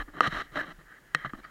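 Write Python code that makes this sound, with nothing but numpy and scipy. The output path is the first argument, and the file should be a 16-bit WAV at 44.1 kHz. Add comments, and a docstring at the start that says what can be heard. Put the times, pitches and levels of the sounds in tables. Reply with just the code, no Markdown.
"""A small camera is nudged along the wooden landing board of a beehive, heard through its plastic case.
A little wind rumble, quiet outdoor air and microphone hiss lie under it from the start.
First the case scrapes over the grain in short strokes, knocks once, ticks on ridges and bumps softly.
Just after half a second it judders as it sticks and slips, then eases into light slides.
In the last half second come three more knocks, among small scrapes, ticks, bumps and judders."""
import sys
import numpy as np
from scipy import signal
from scipy.fft import rfft, irfft
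from scipy.io import wavfile
from scipy.ndimage import uniform_filter1d

SR = 44100
rng = np.random.default_rng(int(sys.argv[2]) if len(sys.argv) > 2 else 0)


def waveform_to_disk(signal):
    """Save audio, clipped to [-1, 1], as 16-bit WAV at the path in sys.argv[1]."""
    frames = np.transpose(np.atleast_2d(signal))
    scaled = np.clip(frames, -1, 1) * 32767
    samples = np.round(scaled).astype(np.int16)
    wavfile.write(sys.argv[1], SR, samples)


N = 66150  # 1.5 seconds

# How strongly the case rings when touched. Each row: frequency in Hz, relative level in dB.
CASE_TONE = [(40, -55), (100, -16.5), (170, -10.5), (245, -13), (295, -5), (345, -10), (480, -15.5),
             (610, -9.5), (760, -11.5), (980, -14), (1110, -6.5), (1225, 2), (1420, -6), (1700, -1.5),
             (1970, -3), (2150, -14), (2480, -23), (2830, -18.5), (3130, -11.5), (3460, -27.5), (3880, -16),
             (4170, -19.5), (4350, -34.5), (4600, -28.5), (5000, -49), (5400, -27.5), (5920, -42),
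             (6200, -30.5), (6650, -44), (7150, -38.5), (8700, -49.5), (9900, -44.5), (10700, -53),
             (11600, -47.5), (13000, -55), (16000, -62)]


def undb(db):
    """Turn decibels into a number to multiply by."""
    return 10 ** (np.asarray(db) / 20)


def unit(x):
    """Scale a sound so that its average level (rms) is 1."""
    return x / np.sqrt(np.mean(x ** 2))


def bins():
    """The frequency in Hz of each slot in the sound's spectrum."""
    return np.maximum(np.arange(N // 2 + 1) * SR / N, 1)


def curve(points):
    """Join (Hz, dB) points into a tone curve with a level for every frequency."""
    hz, db = np.array(points, float).T
    return np.interp(np.log(bins()), np.log(hz), db)


def colour(x, db):
    """Shape a sound with a tone curve, so that the ringing comes after each hit."""
    cepstrum = irfft(np.log(undb(db)), N)
    fold = 1 + np.sign(N / 2 - np.arange(N))  # moves ringing from before a hit to after it
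    fold[0] = 1
    return irfft(rfft(x) * np.exp(rfft(cepstrum * fold)), N)


def wind():
    """Wind makes a low rumble that rises and falls."""
    # The rumble's tone. Each row: frequency in Hz, relative level in dB.
    tone = [(10, -17.5), (25, -15.5), (37, -5.5), (60, -22.5), (110, -32.5), (300, -60)]
    # The gusts. Each row: time in seconds, level in dB.
    gusts = [(0.0, -41), (0.032, -44.5), (0.192, -70), (0.292, -49), (0.312, -46), (0.35, -42),
             (0.462, -59), (0.512, -51), (0.784, -55), (0.956, -76), (1.378, -49.5), (1.5, -71)]
    level_db = np.interp(np.arange(N) / SR, *np.array(gusts).T)
    return unit(colour(rng.standard_normal(N), curve(tone))) * undb(level_db)


def air_and_hiss(level_db=-60):
    """Outdoor air and microphone hiss blend into one steady noise."""
    # The noise's tone. Each row: frequency in Hz, relative level in dB.
    tone = [(20, -11), (100, -2.5), (170, -3), (300, -4.5), (720, -11.5), (1200, -9.5), (1800, -3.5),
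            (2450, -18.5), (3150, -16), (3550, -21.5), (6700, -24.5), (15500, -27)]
    return unit(colour(rng.standard_normal(N), curve(tone))) * undb(level_db)


def whine(hz=6804, level_db=-84):
    """The electronics give off a very faint, high note."""
    return undb(level_db) * unit(np.sin(2 * np.pi * hz * np.arange(N) / SR))


def stroke(start, end, first_db, last_db, tone_db):
    """One move over the grain: thousands of tiny catches a second make the case ring."""
    catches_per_s, scatter_db, attack_s, release_s = 6000, 1, 0.0078, 0.0049
    t = np.arange(N) / SR
    catches = (rng.random(N) < catches_per_s / SR) * rng.choice([-1, 1], N)
    catches = catches * undb(scatter_db * rng.standard_normal(N))
    fade_in = np.clip((t - start) / attack_s + .5, 0, 1)
    fade_out = np.exp(-np.maximum(t - end, 0) / release_s)
    level = undb(np.interp(t, [start, end], [first_db, last_db]))
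    force = unit(catches) * fade_in * fade_out * level
    return colour(force, tone_db) / np.sqrt(np.mean(undb(tone_db) ** 2))


def scrapes(bass_hz=766, treble_hz=2620):
    """The case rubs firmly on the wood, each stroke with its own bass and treble."""
    # Each row: start and end in seconds, first and last level in dB, bass and treble change in dB.
    firm_strokes = [(-.005, 0.021, -33, -36.5, 0, -1.5), (0.08, 0.109, -44, -60, 14, -11),
                    (0.134, 0.156, -49.5, -45, 11, -3), (0.163, 0.194, -40, -40, 10, -1.5),
                    (0.214, 0.231, -32, -36, 9, 6), (0.23, 0.271, -26.5, -28.5, -3.5, 0.5),
                    (0.269, 0.278, -23, -27.5, 7.5, 9), (0.277, 0.324, -54, -36, -8, 3.5),
                    (0.326, 0.329, -24, -29.5, 1.5, -4), (0.334, 0.42, -34, -34, 2.5, 5.5),
                    (0.403, 0.461, -53, -54, 2.5, 10), (0.517, 0.578, -53.5, -37, 7, 5.5),
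                    (0.555, 0.577, -32.5, -29.5, 2.5, -1.5), (0.569, 0.614, -39.5, -32, -1.5, -3),
                    (0.621, 0.645, -39.5, -39.5, 3, -2.5), (0.653, 0.722, -46.5, -46.5, 9, 5.5),
                    (0.783, 0.815, -59, -54.5, 10.5, 1.5), (1.248, 1.261, -36.5, -35, -2, -4.5),
                    (1.342, 1.354, -41.5, -47.5, 13, -3), (1.366, 1.402, -56, -49, 15.5, 5.5)]
    bass = 1 / (1 + (bins() / bass_hz) ** 4)
    treble = 1 / (1 + (treble_hz / bins()) ** 4)
    case = curve(CASE_TONE)
    return sum(stroke(start, end, first_db, last_db, case + bass_db * bass + treble_db * treble)
               for start, end, first_db, last_db, bass_db, treble_db in firm_strokes)


def fading_note(start, hz, fade_s):
    """One pure vibration that dies away by 60 dB in fade_s seconds."""
    age = np.maximum(np.arange(N) / SR - start, 0)
    return np.sin(2 * np.pi * hz * age) * np.exp(-np.log(1000) * age / fade_s)


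def knocks(crunch_db=3.5, crunch_fade_s=0.017, crunch_above_hz=2320):
    """The case hits the board: wood fibres crunch under the blow and the case rings on."""
    # The frequencies in Hz at which each blow's tone is set.
    bands_hz = [150, 600, 1200, 1900, 4200, 8300, 13000]
    # Each row: time in seconds, strength in dB, then a boost or cut in dB for each of bands_hz.
    blows = [(0.2063, 18, -3, 8.5, 11.9, -1, -4.5, -5, -11), (1.148, 10, -1, 4, 7.9, 14, 5, 8.5, -0.5),
             (1.2472, -2, 19, 1.5, 16.3, -2.5, -29, -24, -28), (1.334, -8, 15.5, -1, 16.5, 2, -16, -1, -15)]
    # Notes left ringing. Each row: pitch in Hz, relative level in dB, seconds to fade by 60 dB.
    notes = [(311, -49, 0.066), (497, -47, 0.079), (1220, -60, 0.041), (1870, -50, 0.093),
             (2690, -36, 0.0085), (4180, -34, 0.018), (5440, -41.5, 0.0093), (7960, -45.5, 0.0075)]
    out, click, t = 0, np.eye(1, N)[0], np.arange(N) / SR
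    case = curve(CASE_TONE)
    ringing = sum(undb(db) * fading_note(0, hz, fade_s) for hz, db, fade_s in notes)
    body = colour(click, case) + ringing / 2
    travel_s = 0.000767  # a bending wave's trip to the microphone at 1000 Hz; treble arrives sooner
    travel_cycles = 2 * travel_s * np.sqrt(1000 * bins())
    bass_cut = -10 * np.log10(1 + (crunch_above_hz / np.maximum(bins(), 300)) ** 6)
    for when, db, *bands_db in blows:
        burst = rng.standard_normal(N) * np.exp(-np.log(1000) * t / crunch_fade_s)
        crunch = undb(crunch_db) * colour(burst / np.linalg.norm(burst), case + bass_cut)
        hit = colour(body + crunch, db + curve(list(zip(bands_hz, bands_db))))
        delay = np.exp(-2j * np.pi * (when * bins() + travel_cycles))
        out = out + irfft(rfft(hit) * delay, N)
    return out


def snags():
    """The case catches on a ridge of the grain and ticks."""
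    # Each row: time in seconds, peak level in dB.
    ridges = [(0.2325, -40), (.243, -32), (0.2636, -22), (0.3308, -30), (.558, -26), (1.2962, -38.5),
              (1.435, -43.5)]
    tick = colour(np.eye(1, N)[0], curve(CASE_TONE))
    tick = tick / np.abs(tick).max()
    samples = np.arange(N)
    return sum(undb(db) * np.interp(samples - round(when * SR), samples, tick, left=0)
               for when, db in ridges)


def bumps(attack_s=0.0025):
    """The whole case bounces softly on the board as it settles."""
    # Each row: time in seconds, pitch in Hz, level in dB, seconds to fade by 60 dB.
    bounces = [(0.2774, 159.5, -20.5, 0.05), (0.328, 177, -28.5, 0.02), (0.521, 133, -43, 0.062),
               (0.681, 168, -43, 0.16), (.785, 161, -46, 0.1), (1.1488, 151, -33.5, 0.12),
               (1.249, 135, -39.5, 0.097), (1.265, 142, -35, 0.088), (1.336, 252, -22, 0.019)]
    t = np.arange(N) / SR
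    return sum(undb(db) * fading_note(when, hz, fade_s) * np.clip((t - when) / attack_s, 0, 1)
               for when, hz, db, fade_s in bounces)


def slides(width_octaves=0.25, outside_db=-9.5):
    """A light touch whispers, stirring mostly the middle notes of the case."""
    # Each row: start and end in seconds, first and last level in dB, centre frequency in Hz.
    light_strokes = [(0.46, 0.514, -54.5, -62.5, 2070), (0.859, 0.929, -61.5, -50, 1630),
                     (0.934, 0.985, -55, -54.5, 1780), (1.054, 1.16, -65.5, -58, 1800),
                     (1.164, 1.242, -47.5, -45, 2020), (1.264, 1.278, -47, -44, 1870),
                     (1.294, 1.303, -47, -42.5, 1900), (1.438, 1.45, -48, -40.5, 1480),
                     (1.456, 1.507, -50.5, -56, 1370)]
    out, case = 0, curve(CASE_TONE)
    for start, end, first_db, last_db, hz in light_strokes:
        focus = np.exp(-.5 * (np.log2(bins() / hz) / width_octaves) ** 2)
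        out = out + stroke(start, end, first_db, last_db, case + outside_db * (1 - focus))
    return out


def judders(pitch_spread=0.028, strength_spread=0.54):
    """The sliding case sticks and slips, swells into one rough, wavering note and lets go."""
    # Each row: middle time in seconds, half the length in seconds, pitch in Hz, level in dB.
    notes = [(0.582, 0.028, 603.7, -38), (0.6, 0.028, 1705, -33.5), (1.198, 0.064, 1880, -47.5),
             (1.207, 0.069, 3150, -59), (1.3, 0.0081, 3120, -61), (1.441, 0.023, 2270, -60.5),
             (1.448, .018, 4620, -66)]
    out, t = 0, np.arange(N) / SR
    for middle, half, hz, db in notes:
        waver, grip = (unit(uniform_filter1d(rng.standard_normal(N), size=150)) for _ in range(2))
        swell = np.cos(np.pi / 2 * np.clip((t - middle) / half, -1, 1))
        ring = np.sin(2 * np.pi * np.cumsum(hz * (1 + pitch_spread * waver)) / SR)
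        out = out + undb(db) * swell * unit(ring * (1 + strength_spread * grip))
    return out


def scene():
    """Add the sounds of the case and the background into one channel."""
    contact = scrapes() + slides() + snags() + knocks() + bumps()
    background = wind() + air_and_hiss() + whine()
    return (contact + background + judders())[None]


def record(dry):
    """The camera cuts off the highest treble."""
    top_hz = 15800
    return signal.sosfilt(signal.ellip(10, .1, 70, top_hz, fs=SR, output="sos"), dry)


dry = scene()
out = record(dry)
waveform_to_disk(out)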